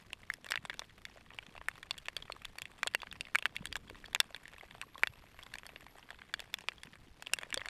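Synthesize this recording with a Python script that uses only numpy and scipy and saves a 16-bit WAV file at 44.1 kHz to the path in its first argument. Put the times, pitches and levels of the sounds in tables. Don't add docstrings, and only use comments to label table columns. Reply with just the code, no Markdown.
import sys
import numpy as np
from scipy import signal
from scipy.io import wavfile
from scipy.ndimage import uniform_filter1d

SR = 44100
rng = np.random.default_rng(int(sys.argv[2]) if len(sys.argv) > 2 else 0)


def dump_mix(stems):
    frames = np.atleast_2d(stems).T
    limited = np.clip(frames, -1, 1)
    pcm = np.round(limited * 32767).astype(np.int16)
    wavfile.write(sys.argv[1], SR, pcm)


N = 339129

# f/Hz, relative level/dB per Hz
WASH_COLOUR = [(150, -57), (250, -0.5), (566, -2.5), (2320, -3), (4490, -7.5), (6250, -13.5), (11700, -18),
               (14200, -24), (16000, -39)]
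WASH_DB = -68
# t/s, level/dB
WIND_LEVEL = [(0, -63.5), (2.2, -62.5), (3.4, -63), (3.75, -54), (4.15, -63.5), (7.69, -64.5)]
# f/Hz, relative level/dB per Hz
WIND_COLOUR = [(10, -24), (22, -3.5), (90, -8), (250, -15), (500, -23.5), (900, -83)]
# t/s, level/dB before its waver
WHINE_LEVEL = [(3.75, -98), (4.9, -78), (5.4, -78), (6.15, -83), (6.25, -104)]
WHINE_HZ, WHINE_WIDTH_HZ = 11640, 75
# t/s, f/Hz, nominal peak level/dB, t60/s
KNOCKS = [(3.608, 176, -28.5, 0.031), (4.833, 1090, -38.5, 0.026), (4.955, 1080, -34.5, 0.022),
          (7.571, 529, -30, 0.033)]
# f/Hz, level within the group/dB, t60/s
SHELL_MODES = [
    [(647, -6, 0.0079), (1036, 2.5, 0.0055)],
    [(1653, -6, 0.011), (1846, 8, 0.0052), (2250, -7.5, 0.017)],
    [(2655, 13.5, 0.004), (2747, -16, 0.04)],
    [(3412, 2.5, 0.0085), (3800, -7.5, 0.0065), (4480, -9.5, 0.017)],
    [(5440, -1, 0.0044), (7250, 0.5, 0.0029), (8440, 4, 0.0019), (10100, -1.5, 0.0018),
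     (12700, -10.5, 0.0037)],
]
# relative level/dB of the low, main, middle, upper and treble groups
SMALL_DROP_COLOUR = [-4, -3.5, -5.5, -10, -11.5]
# t/s, level/dB
PATTER_LEVEL = [(0, -64), (.35, -64), (.45, -62), (1.3, -63), (3.2, -60.5), (4.3, -62), (4.55, -57.5),
                (5.2, -63), (5.6, -57.5), (6.05, -60), (7.15, -65.5), (7.4, -57)]
PATTER_PER_S = 700
# t/s, then peak level/dB of the low, main, middle, upper and treble rings before the bass cut
LARGE_DROPS = [(0.1314, -38, -43, -25, -37, -32), (0.301, -54, -20.5, -48, -43, -38.5),
               (0.338, -54, -36, -37, -38, -27.5), (0.4447, -41.5, -42, -38, -45, -39.5),
               (0.4651, -41, -33, -40, -45, -40), (0.4883, -63, -37, -50, -38, -42),
               (0.5054, -35.5, -42, -47, -41, -32), (0.5093, -44, -29, -46, -29.5, -28),
               (0.5198, -42, -17, -21.5, -34, -22.5), (0.5394, -44, -23.5, -45, -50, -58),
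               (0.542, -39, -33, -40, -54, -62), (0.5571, -35.5, -22, -22, -28, -33),
               (0.5752, -49, -30, -28.5, -52, -45), (0.6517, -34, -37, -36, -40, -37),
               (0.6567, -61, -41, -54, -40, -41), (0.6977, -43, -24, -34, -30.5, -41),
               (0.7027, -36, -28.5, -32, -48, -47), (0.7416, -60, -38.5, -39, -44, -41.5),
               (0.794, -33, -33.5, -33, -26.5, -27.5), (0.819, -35, -40, -46, -50, -60),
               (1.0526, -56, -33.5, -34, -33, -35.5), (1.3874, -37.5, -30.5, -28.5, -41, -41),
               (1.5784, -39, -57, -37.5, -51, -55), (1.6141, -36, -38.5, -45, -55, -60),
               (1.685, -42, -16, -45, -39, -27), (1.8298, -61, -33, -40, -37, -39),
               (1.9092, -33.5, -38, -23.5, -21, -29), (1.9796, -51, -43, -41, -37, -34),
               (1.984, -56, -43, -39, -38, -39), (2.0572, -57, -46, -38, -42, -42),
               (2.0843, -30.5, -27.5, -26, -34, -33.5), (2.1664, -36, -30, -29.5, -23, -26.5),
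               (2.3, -27.5, -42, -59, -55, -62), (2.3216, -60, -58, -31, -31.5, -36),
               (2.4482, -67, -63, -32, -48, -43), (2.4525, -44, -38, -48, -29.5, -31),
               (2.5847, -46, -34.5, -32, -34.5, -29), (2.6193, -42, -37, -29, -38, -27.5),
               (2.6553, -50, -40, -32.5, -42, -42.5), (2.8316, -58, -14.5, -38, -27.5, -26),
               (2.8648, -27.5, -35, -54.5, -43, -46), (2.8723, -34, -26, -47, -21, -21),
               (2.8765, -48, -34, -26.5, -26, -34), (2.9378, -59, -38, -45, -38, -46),
               (2.9487, -23.5, -15, -16, -29, -20.5), (3.0188, -62, -50, -31, -32.5, -40),
               (3.032, -29.5, -34, -36, -44, -59), (3.114, -57.5, -45, -46, -34.5, -64),
               (3.1268, -54, -34.5, -33.5, -51, -36), (3.209, -39, -46, -22.5, -30, -29),
               (3.2525, -62, -54, -38, -47, -62), (3.3493, -39, -15.5, -31, -34, -33),
               (3.3558, -35, -9, -33, -28, -20), (3.3865, -39, -42, -25.5, -31, -27.5),
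               (3.4249, -39, -35, -26.5, -57, -39), (3.4562, -48, -12.5, -16, -38, -27.5),
               (3.4626, -57, -28, -45, -35, -37), (3.5565, -54, -46, -45, -41, -38),
               (3.5651, -52, -33.5, -24.5, -30, -32.5), (3.6556, -42.5, -29, -32, -30.5, -26.5),
               (3.6699, -49, -46, -53, -36, -38), (3.7265, -43, -32, -33, -28.5, -34),
               (3.7562, -38, -22, -26, -36, -32), (3.7661, -32.5, -37, -38, -32, -28.5),
               (3.8988, -39, -36.5, -38, -39.5, -39.5), (4.0421, -52, -35, -63, -60, -53),
               (4.0594, -57, -49, -50, -37.5, -44), (4.131, -62, -38, -48, -39, -42),
               (4.1487, -28, -59, -16, -20.5, -17.5), (4.1603, -35, -23.5, -36, -49, -47),
               (4.2023, -31, -15.5, -24, -10.5, -9.5), (4.2045, -49, -30, -19, -47, -51),
               (4.2126, -39, -32, -42, -38, -46), (4.3459, -38, -30, -36, -30.5, -42),
               (4.363, -51, -40, -39, -42, -39), (4.4801, -50, -43, -37, -46, -39),
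               (4.71, -47.5, -41.5, -45, -44, -53), (4.8146, -62, -33.5, -26, -38, -31.5),
               (4.9799, -42, -40.5, -48, -39.5, -40.5), (5.0346, -24, -7, -42, -32, -24.5),
               (5.0722, -51, -24.5, -25.5, -26, -31.5), (5.3901, -41, -38.5, -41, -72, -50),
               (5.434, -49, -50, -55, -42, -38.5), (5.5391, -81, -34, -32.5, -33, -33.5),
               (5.555, -40, -34, -49, -40, -41), (5.585, -57, -42, -36, -43, -34),
               (5.6656, -44, -37.5, -49, -38, -34), (5.7603, -43, -39, -38, -41.5, -54),
               (5.8658, -41, -39, -53, -51, -50), (6.1053, -48, -31.5, -38, -37.5, -42.5),
               (6.3397, -43, -20, -28, -23, -28.5), (6.3943, -39, -36, -39, -36, -41),
               (6.403, -43, -42, -31, -35.5, -32.5), (6.5408, -36, -29.5, -20.5, -22, -23.5),
               (6.5865, -43, -39, -42, -46, -39), (6.608, -54, -48, -40, -48, -41),
               (6.6857, -26.5, -27, -19, -26.5, -28.5), (6.8339, -45, -37.5, -39, -38.5, -34.5),
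               (7.224, -40.5, -34, -34, -38, -33.5), (7.2698, -41, -55, -27.5, -36.5, -42),
               (7.3354, -29.5, -20.5, -14, -28, -10), (7.387, -36, -26.5, -32, -29.5, -31),
               (7.413, -56, -38, -49, -50, -47), (7.433, -33.5, -30.5, -44, -38, -37),
               (7.5046, -46.5, -43, -38, -47, -39), (7.5268, -40, -27.5, -27, -45, -40),
               (7.5429, -43, -25, -44, -26, -18), (7.5753, -32, -35, -43, -24.5, -36),
               (7.611, -56, -39, -58.5, -59, -54), (7.6161, -38, -32, -36.5, -53, -52),
               (7.6581, -46, -28, -37, -38, -35.5), (7.6857, -57, -31, -31, -32, -32.5)]
EDGE_HZ = 15350


def amp(db):
    return 10 ** (np.asarray(db) / 20)


def evened(x):
    return x / np.sqrt(np.mean(x ** 2) + 1e-20)


def curve(rows):
    s, db = np.transpose(rows)
    return amp(np.interp(np.arange(N) / SR, s, db))


def noise(colour, size, patchy_db, flicker_db):
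    frames = N // (size // 4) + 5
    hz = np.fft.rfftfreq(size, 1 / SR)
    real, imag, patches = rng.standard_normal((frames, len(hz), 3)).T
    patches = uniform_filter1d(patches, size=8, axis=0)
    patches = evened(uniform_filter1d(patches, size=6, axis=1))
    flicker = rng.standard_normal(frames)
    f, db = np.transpose(colour)
    colour_db = np.interp(np.log(hz + 1), np.log(f + 1), db)[:, None]
    field_db = colour_db + patchy_db * patches + flicker_db * flicker
    spectra = (real + 1j * imag) * amp(field_db)
    sound = signal.istft(spectra, nperseg=size, noverlap=size * 3 // 4)[1]
    return evened(sound[:N])


def ring(hz, t60, t):
    swell = 1 - np.exp(-1.6 * hz * t)
    return -np.sin(2 * np.pi * hz * t) * amp(-60 * t / t60) * swell


def wash():
    return amp(WASH_DB) * noise(WASH_COLOUR, size=256, patchy_db=2.0, flicker_db=5.5)


def wind():
    return curve(WIND_LEVEL) * noise(WIND_COLOUR, size=2048, patchy_db=2.2, flicker_db=2.2)


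def whine():
    pole = np.exp(-np.pi * WHINE_WIDTH_HZ / SR)
    fuzz = rng.standard_normal(N) + 1j * rng.standard_normal(N)
    fuzz = signal.lfilter([1 - pole], [1, -pole], fuzz)
    carrier = np.exp(2j * np.pi * WHINE_HZ * np.arange(N) / SR)
    waver_db = 3.0 * evened(uniform_filter1d(rng.standard_normal(N), size=3000))
    return curve(WHINE_LEVEL) * evened(amp(waver_db) * (fuzz * carrier).real)


def thumps():
    t = np.arange(2500) / SR
    pitches_hz = np.geomspace(110, 600, 12)
    hits = rng.random(N) < 25 / SR
    size = amp(4.3 * np.minimum(rng.exponential(1, N), 4)) * hits
    kind = rng.integers(0, len(pitches_hz), N)
    out = np.zeros(N)
    for k, hz in enumerate(pitches_hz):
        bump = ring(hz, 4.8 / hz, t)
        out += signal.oaconvolve(size * (kind == k), bump)[:N]
    return curve(WIND_LEVEL) * amp(-6.5) * evened(out)


def knocks():
    out, t = np.zeros(N + SR), np.arange(4000) / SR
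    for s, hz, db, t60 in KNOCKS:
        out[round(s * SR):][:len(t)] += amp(db) * ring(hz, t60, t)
    return out[:N]


def ticks(rings_db, spot_db, splash_db, flip):
    t, out = np.arange(1800) / SR, 0
    for modes, ring_db in zip(SHELL_MODES, np.transpose(rings_db)):
        hz, db, t60 = np.transpose(modes)
        chance = rng.standard_normal((len(ring_db), 3, len(hz)))
        sign = np.sign(chance[:, 1] + flip)
        share = amp(db + spot_db * chance[:, 0]) * sign
        tune = hz * (1 + 0.024 * chance[:, 2])
        rings = np.einsum("em,emt->et", share, ring(tune[..., None], t60[:, None], t))
        stir = amp(splash_db - 60 * t / 0.02) * rng.standard_normal(rings.shape) ** 3
        stir[:, 0] = 1
        rings = signal.fftconvolve(rings, stir, axes=1)[:, :len(t)]
        peak = abs(signal.hilbert(rings)).max(1, keepdims=True)
        out = out + amp(ring_db)[:, None] * rings / peak
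    bass_cut = signal.butter(2, 420, "high", fs=SR)
    return signal.lfilter(*bass_cut, out)


def small_drops(count=64):
    colours_db = SMALL_DROP_COLOUR + 4.9 * rng.standard_normal((count, 5))
    splash_db = -26 + 4.6 * rng.standard_normal((count, 1))
    bank = ticks(colours_db, spot_db=8.5, splash_db=splash_db, flip=0.38)
    bank = bank * amp(-60 * np.arange(bank.shape[1]) / SR / 0.033)
    hits = rng.random(N) < PATTER_PER_S / SR
    size = amp(7.37 * np.minimum(rng.exponential(1, N), 4.5)) * hits
    spot = rng.integers(0, count, N)
    out = np.zeros(N)
    for k, tick in enumerate(bank):
        out += signal.oaconvolve(size * (spot == k), tick)[:N]
    return curve(PATTER_LEVEL) * evened(out)


def large_drops():
    rows, out = np.array(LARGE_DROPS), np.zeros(N + SR)
    bank = ticks(rows[:, 1:], spot_db=3.5, splash_db=-41, flip=1.2)
    for s, tick in zip(rows[:, 0], bank):
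        out[round(s * SR):][:len(tick)] += tick
    return out[:N]


def scene():
    background = wash() + wind() + whine() + thumps()
    drops = knocks() + small_drops() + large_drops()
    return (background + drops)[None]


def record(dry):
    low_pass = signal.firwin(127, EDGE_HZ, window=("kaiser", 9), fs=SR)
    return signal.oaconvolve(dry, low_pass[None], "same")


dry = scene()
out = record(dry)
dump_mix(out)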